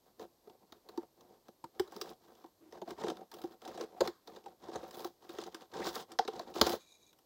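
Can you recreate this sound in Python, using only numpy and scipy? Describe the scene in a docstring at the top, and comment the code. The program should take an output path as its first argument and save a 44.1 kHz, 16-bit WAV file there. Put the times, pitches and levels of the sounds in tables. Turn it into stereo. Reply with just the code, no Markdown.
"""Hollow snaps and dry crackle, up close in a quiet room: a thin plastic tray tugged out of a cardboard box.
Dents in the tray snap through, cracking the sheet and making box and tray ring.
Between snaps the sheet sticks and slips on the card, and a few smooth rubs sound a hollow of the box.
At the end a pair of scissor blades slides softly."""
import sys
import numpy as np
from scipy import signal
from scipy.fft import rfft, irfft
from scipy.io import wavfile
from scipy.ndimage import uniform_filter1d

SR = 44100
rng = np.random.default_rng(int(sys.argv[2]) if len(sys.argv) > 2 else 0)


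def materialize(psi):
    """Save the field psi as 16-bit PCM at rate SR to the path in sys.argv[1].

    A 1-D psi becomes a single channel; in a 2-D psi each row is a channel.
    """
    bounded = np.clip(np.atleast_2d(psi).T, -1, 1)
    quanta = np.round(bounded * 32767).astype(np.int16)
    wavfile.write(sys.argv[1], SR, quanta)


N = 319725

# low ring of box and tray together: pitch_hz, level_db, free_t60_s
BODY_MODES = [(67, -5, 0.2), (172.6, -8, 0.04), (209, -3.5, 0.061), (347, -2.5, 0.13), (430.3, -3, 0.088),
              (502.4, -2, 0.054), (552, -5, 0.044), (708.4, -3.5, 0.068), (768, -5.5, 0.057),
              (884, -5, 0.056), (923, -9.5, 0.025)]
# midrange knock of the moulded pocket walls: pitch_hz, width_hz, level_db
WALL_BANDS = [(1060, 140, 6), (1347, 170, 3.5), (1481, 170, 3), (1810, 660, -5)]
# bright crack of the sheet's small stiff panels: pitch_hz, width_hz, level_db
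PANEL_BANDS = [(3400, 1250, 1.5), (4104, 995, 4), (5030, 890, 0), (6340, 790, -4), (7200, 1000, -8)]
# top-end sizzle of the thin plastic: pitch_hz, width_hz, level_db
SIZZLE_BANDS = [(10450, 4900, -6.5), (12040, 4000, -3.5), (15500, 950, -2.5)]
# fader ride of the sizzle against the crack or crackle: time_s, offset_db
SIZZLE_RIDE = [(0, -8), (1.8, -7.5), (2.05, -7), (2.85, -10), (3.05, -20), (3.35, -1.5), (3.75, -14.5),
               (4.2, -8), (4.75, -19), (4.97, 1), (5.3, -10.5), (5.75, -18.5), (5.95, -3.5), (6.2, -20.5),
               (6.55, -12.5), (6.7, -3.5)]
# dents snapping through: start_s, thump_db, crack_db, ring_hz
SNAPS = [(0.195, -40, -54, 480), (0.473, -45, -69, 450), (0.497, -51, -60.5, 406), (0.722, -49, -49, 850),
         (0.888, -46.5, -50, 410), (0.975, -27.5, -48.5, 380), (1.208, -58, -60, 393),
         (1.64, -36.5, -53.5, 460), (1.796, -22, -36, 337), (1.876, -50, -57.5, 516),
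         (1.921, -45, -55, 716), (1.963, -39, -47, 452), (2.013, -38, -34.5, 367), (2.441, -43, -64, 890),
         (2.724, -50, -55, 460), (2.816, -36, -53, 362), (2.876, -36, -58, 342), (2.906, -39, -48, 424),
         (3.037, -27, -48, 353), (3.083, -31.5, -41, 410), (3.1, -31.5, -41, 340), (3.169, -51, -52, 347),
         (3.315, -51, -51.5, 880), (3.339, -48, -50.5, 334), (3.385, -67, -57.5, 400),
         (3.416, -55, -51.5, 533), (3.438, -32, -54, 405), (3.618, -50, -54, 770),
         (3.676, -42.5, -47.5, 345), (3.775, -39.5, -49.5, 331), (3.809, -34, -42.5, 478),
         (4.006, -17.5, -33, 380), (4.062, -40, -51, 410), (4.074, -33, -36, 686), (4.274, -47, -49.5, 894),
         (4.361, -45.5, -53.5, 370), (4.459, -40.5, -57, 710), (4.684, -37, -58, 430),
         (4.733, -48, -55, 392), (4.757, -35, -44, 750), (4.829, -40, -59, 416), (4.909, -52, -50.5, 938),
         (4.943, -70, -51, 409), (4.993, -45, -50.5, 759), (5.045, -31.5, -42, 740),
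         (5.292, -41, -49.5, 328), (5.385, -32.5, -43.5, 390), (5.414, -54, -48, 327),
         (5.437, -74, -45.5, 334), (5.464, -63, -52, 398), (5.545, -42.5, -42, 334), (5.868, -34, -37, 930),
         (5.952, -43, -47, 332), (6.118, -49, -47, 850), (6.188, -17.5, -29, 766), (6.25, -42, -49.5, 826),
         (6.277, -29, -39, 493), (6.394, -35.5, -39.5, 700), (6.476, -67, -59, 408),
         (6.613, -19, -15.5, 320), (6.667, -27, -32, 520), (6.694, -36.5, -33.5, 420),
         (6.733, -26, -43.5, 462), (7.129, -74.5, -61.5, 505), (7.188, -68, -63, 775)]


def dent_snaps(rise_s=0.000089, tremble_s=0.051, tremble_db=-24, focus_oct=.4, scatter_db=5.0, detune=0.033):
    """Each dent flips in a few ms: the ragged push cracks the sheet and rings the body near its pitch."""
    out, t = np.zeros(N + SR), np.arange(SR // 4) / SR
    mode_hz, mode_db, free_t60_s = np.transpose(BODY_MODES)[:, :, None]
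    held_t60_s = 0.54 * free_t60_s  # the grip damps the ring
    for start_s, thump_db, crack_db, ring_hz in SNAPS:
        flip_s = max(0.0053 * np.exp(0.23 * rng.standard_normal()), .001)
        chance, noise = rng.standard_normal((3, len(BODY_MODES), 1)), rng.standard_normal((4, len(t)))
        push = (1 - np.exp(-t / rise_s)) * np.exp(-(t / flip_s) ** 2)
        heave = np.exp(-(t / (1.51 * flip_s)) ** 2)  # the heavier body is pushed for longer
        shake = noise * (push + undb(tremble_db) * np.exp(-t / tremble_s))  # the sheet trembles on
        focus_db = np.maximum(-6 * (np.log2(mode_hz / ring_hz) / focus_oct) ** 2, -6)
        gain = undb(mode_db + focus_db + scatter_db * chance[0])
        decay = np.exp(-np.log(1000) * t / held_t60_s)
        modes = gain * decay * np.sin(2 * np.pi * mode_hz * (1 + detune * chance[1]) * t)
        ring = modes[::2].sum(axis=0) - modes[1::2].sum(axis=0)  # neighbours start in opposite directions
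        thump = signal.fftconvolve(ring, heave * noise[3])[:len(t)]
        thump = butter(thump, 1, 260, "high")  # a flip this quick barely moves the lowest modes
        # each dent sits on other panels; harder cracks reach the higher ones
        tilt_db_per_oct = 0.029 * (crack_db + 50)
        panels = [(hz, width, db + 3 * rng.standard_normal() + tilt_db_per_oct * np.log2(hz / 4000))
                  for hz, width, db in PANEL_BANDS]
        sizzle_db = crack_db + sizzle_offset_db(start_s) - 3  # snaps sizzle less than strokes
        layers = ((thump, thump_db),
                  (resonate(shake[0], WALL_BANDS), wall_db(thump_db, crack_db, trim_db=-3)),
                  (resonate(shake[1], panels), crack_db),
                  (resonate(shake[2], SIZZLE_BANDS), sizzle_db))
        start = int(start_s * SR)
        for layer, level_db in layers:
            peak_rms = np.sqrt(uniform_filter1d(layer ** 2, size=128).max())
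            out[start:start + len(t)] += layer * undb(level_db - 2.5) / peak_rms
    return out[:N]


# strokes of the tray along the card: start_s, length_s, rumble_db, crackle_db
DRAG_STROKES = [(0.059, 0.051, -67.5, -78), (0.209, 0.033, -44, -61), (0.441, 0.095, -63.5, -82),
                (0.603, 0.033, -59.5, -89), (0.683, 0.11, -66.5, -83), (0.857, 0.19, -58, -78.5),
                (1.169, 0.21, -62, -82), (1.457, 0.028, -59.5, -76), (1.74, 0.13, -62, -78),
                (1.905, 0.23, -52.5, -65.5), (2.214, 0.27, -64.5, -76), (2.723, 0.066, -50.5, -69.5),
                (2.87, 0.065, -46, -62.5), (2.981, 0.14, -41, -57), (3.141, 0.093, -54.5, -75),
                (3.321, 0.17, -56.5, -70.5), (3.502, 0.04, -54, -68), (3.63, 0.23, -49.5, -62.5),
                (3.852, 0.22, -59.5, -78), (4.027, 0.065, -45.5, -58), (4.271, 0.13, -54.5, -69.5),
                (4.429, 0.11, -61, -78), (4.614, 0.29, -52, -66), (4.731, 0.06, -41.5, -59),
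                (4.923, 0.16, -50.5, -61.5), (5.218, 0.051, -56, -71), (5.29, 0.19, -52, -61.5),
                (5.515, 0.13, -56, -66), (5.728, 0.15, -40, -56.5), (5.842, 0.061, -38.5, -43.5),
                (5.927, 0.1, -45.5, -51.5), (6.092, 0.047, -50, -67), (6.303, 0.14, -49.5, -62.5),
                (6.464, 0.053, -50, -68), (6.558, 0.047, -37, -47.5), (6.638, 0.11, -37, -46.5)]


def tray_drag(edge_s=0.018, damping=1.79):
    """The sheet sticks and slips on card; the same jerks shake body, walls and panels."""
    power, t = np.zeros((4, N)), np.arange(N) / SR  # rows: body, walls, panels, sizzle
    for start_s, length_s, rumble_db, crackle_db in DRAG_STROKES:
        span = slice(max(int((start_s - .08) * SR), 0), int((start_s + length_s + .08) * SR))
        levels_db = [rumble_db, wall_db(rumble_db, crackle_db, trim_db=-2.5), crackle_db, crackle_db]
        power[:, span] += (undb(levels_db)[:, None] * stroke(t[span], start_s, length_s, edge_s)) ** 2
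    power[3] *= undb(2 * sizzle_offset_db(t))
    # pressed against the card the body is damped, so its modes widen
    body_bands = [(hz, damping * np.log(1000) / np.pi / t60_s, db) for hz, db, t60_s in BODY_MODES]
    jerks = .9 + stick_slip(rate_hz=300, spread_db=2.2, slip_s=.003)
    out = 0
    for gain, bands in zip(np.sqrt(power), (body_bands, WALL_BANDS, PANEL_BANDS, SIZZLE_BANDS)):
        friction = jerks * stick_slip(rate_hz=2200, spread_db=2.55, slip_s=0.0015) * rng.standard_normal(N)
        out += resonate(gain * friction, bands) / np.std(resonate(friction, bands))
    return undb(0.5) * out


# soft rubs that each sound one hollow of the box: start_s, length_s, pitch_hz, level_db
HOLLOW_RUBS = [(2.611, 0.089, 329, -60), (3.789, 0.06, 465, -42.5), (3.965, 0.033, 735, -55),
               (5.819, 0.016, 1990, -45.5), (6.645, 0.05, 400, -45), (6.724, 0.033, 624, -48)]


def hollow_rubs(edge_s=0.0056, q=12.0):
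    """A smooth rub drives a single air pocket: a dull, wavering note."""
    out, t = 0, np.arange(N) / SR
    for start_s, length_s, pitch_hz, level_db in HOLLOW_RUBS:
        note = unit_rms(resonate(rng.standard_normal(N), [(pitch_hz, pitch_hz / q, 0)]))
        out += undb(level_db) * stroke(t, start_s, length_s, edge_s) * note
    return out


# ring of the scissor blades: pitch_hz, width_hz, level_db
BLADE_BANDS = [(2396, 47, -5), (3440, 29, -10), (3845, 87, -1), (6600, 400, -10), (8300, 180, -19),
               (9960, 300, -19)]
# slides of blade on blade: start_s, length_s, level_db
BLADE_SLIDES = [(6.798, 0.086, -65.5), (6.896, 0.069, -62), (6.997, .11, -67.5)]


def scissor_slides(edge_s=0.02):
    """Steel rubs on steel: a thin, grainy ring."""
    t = np.arange(N) / SR
    envelope = sum(undb(db) * stroke(t, start_s, length_s, edge_s) for start_s, length_s, db in BLADE_SLIDES)
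    friction = stick_slip(rate_hz=830, spread_db=1.8, slip_s=0.0025) * rng.standard_normal(N)
    return envelope * unit_rms(resonate(friction, BLADE_BANDS))


def reflections(x, t60_s=.12, level_db=-14, side_db=-14):
    """Table and walls throw back a short diffuse tail, starting after 3 ms."""
    t = np.arange(SR // 3) / SR
    mid, side = rng.standard_normal((2, len(t))) * np.exp(-np.log(1000) * t / t60_s) * (t > .003)
    tails = stereo(mid, undb(side_db) * side) / np.linalg.norm(mid)
    return undb(level_db) * signal.fftconvolve(x[None], tails)[:, :N]


# EQ curve of the noise bed: frequency_hz, gain_db
ROOM_TONE_EQ = [(18, -54), (30, -9.5), (95, -6.5), (233, -6), (345, -1.5), (937, -9), (1070, -10),
                (1320, -19), (2680, -23), (4300, -16), (10800, -25), (12300, -15.5), (16000, -28)]


def room_tone(mid_db=-72, side_db=-11.5, lean_left=0.36):
    """A bed of room tone and microphone hiss, slightly wide and stronger on the left."""
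    hz, db = np.transpose(ROOM_TONE_EQ)
    eq = undb(np.interp(np.log(np.fft.rfftfreq(N, 1 / SR) + 1), np.log(hz), db))
    mid, side = irfft(eq * rfft(rng.standard_normal((2, N))), N)
    return undb(mid_db) * stereo(mid, undb(side_db) * side + lean_left * mid) / np.std(mid)


def stick_slip(rate_hz, spread_db, slip_s):
    """Envelope of brief slips at random moments, mostly small, a few large; rms 1."""
    chance, size, jitter = rng.random(N), rng.exponential(size=N), rng.standard_normal(N)
    slips = unit_rms((chance < rate_hz / SR) * undb(spread_db * size) * jitter)
    decay = np.exp(-1 / (slip_s * SR))
    return unit_rms(np.sqrt(signal.lfilter([1], [1, -decay], slips ** 2)))


def stroke(t, start_s, length_s, edge_s):
    """Envelope of one rub, fading softly in and out."""
    return (np.tanh((t - start_s) / edge_s) - np.tanh((t - start_s - length_s) / edge_s)) / 2


def wall_db(body_db, panel_db, trim_db):
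    """The pocket walls follow a blend of the body and panel levels."""
    return 0.28 * body_db + 0.72 * panel_db + trim_db


def sizzle_offset_db(t):
    """The sizzle fader at time t."""
    return np.interp(t, *np.transpose(SIZZLE_RIDE))


def resonate(x, bands):
    """Parallel band-passes (pitch_hz, width_hz, level_db), alternating in polarity."""
    return sum((-1) ** k * undb(db) * signal.lfilter(*signal.iirpeak(hz, hz / width, SR), x)
               for k, (hz, width, db) in enumerate(bands))


def butter(x, order, cutoff_hz, kind):
    """Gentle high-pass or low-pass."""
    return signal.lfilter(*signal.butter(order, cutoff_hz, kind, fs=SR), x)


def stereo(mid, side):
    """Mid and side to left and right."""
    return np.array([mid + side, mid - side])


def undb(db):
    """dB to gain."""
    return 10 ** (np.asarray(db) / 20)


def unit_rms(x):
    """Scale to rms 1."""
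    return x / np.sqrt(np.mean(x ** 2))


def scene():
    """The handling sits dead centre, with a little more bass on the left and slight width in the treble."""
    handling = dent_snaps() + tray_drag() + hollow_rubs() + scissor_slides()
    handling = butter(handling, 2, 170, "high")  # a small open tray radiates little bass
    bass = butter(handling, 1, 110, "low")
    late_treble = np.roll(butter(handling, 2, 7000, "high"), shift=5)
    side = 0.14 * bass + .06 * late_treble + .015 * handling
    return stereo(handling, side) + reflections(handling) + room_tone()


def record(dry):
    """The phone cuts the top steeply above 15850 Hz."""
    return signal.sosfilt(signal.ellip(10, .3, 60, 15850, fs=SR, output="sos"), dry)


dry = scene()
out = record(dry)
materialize(out)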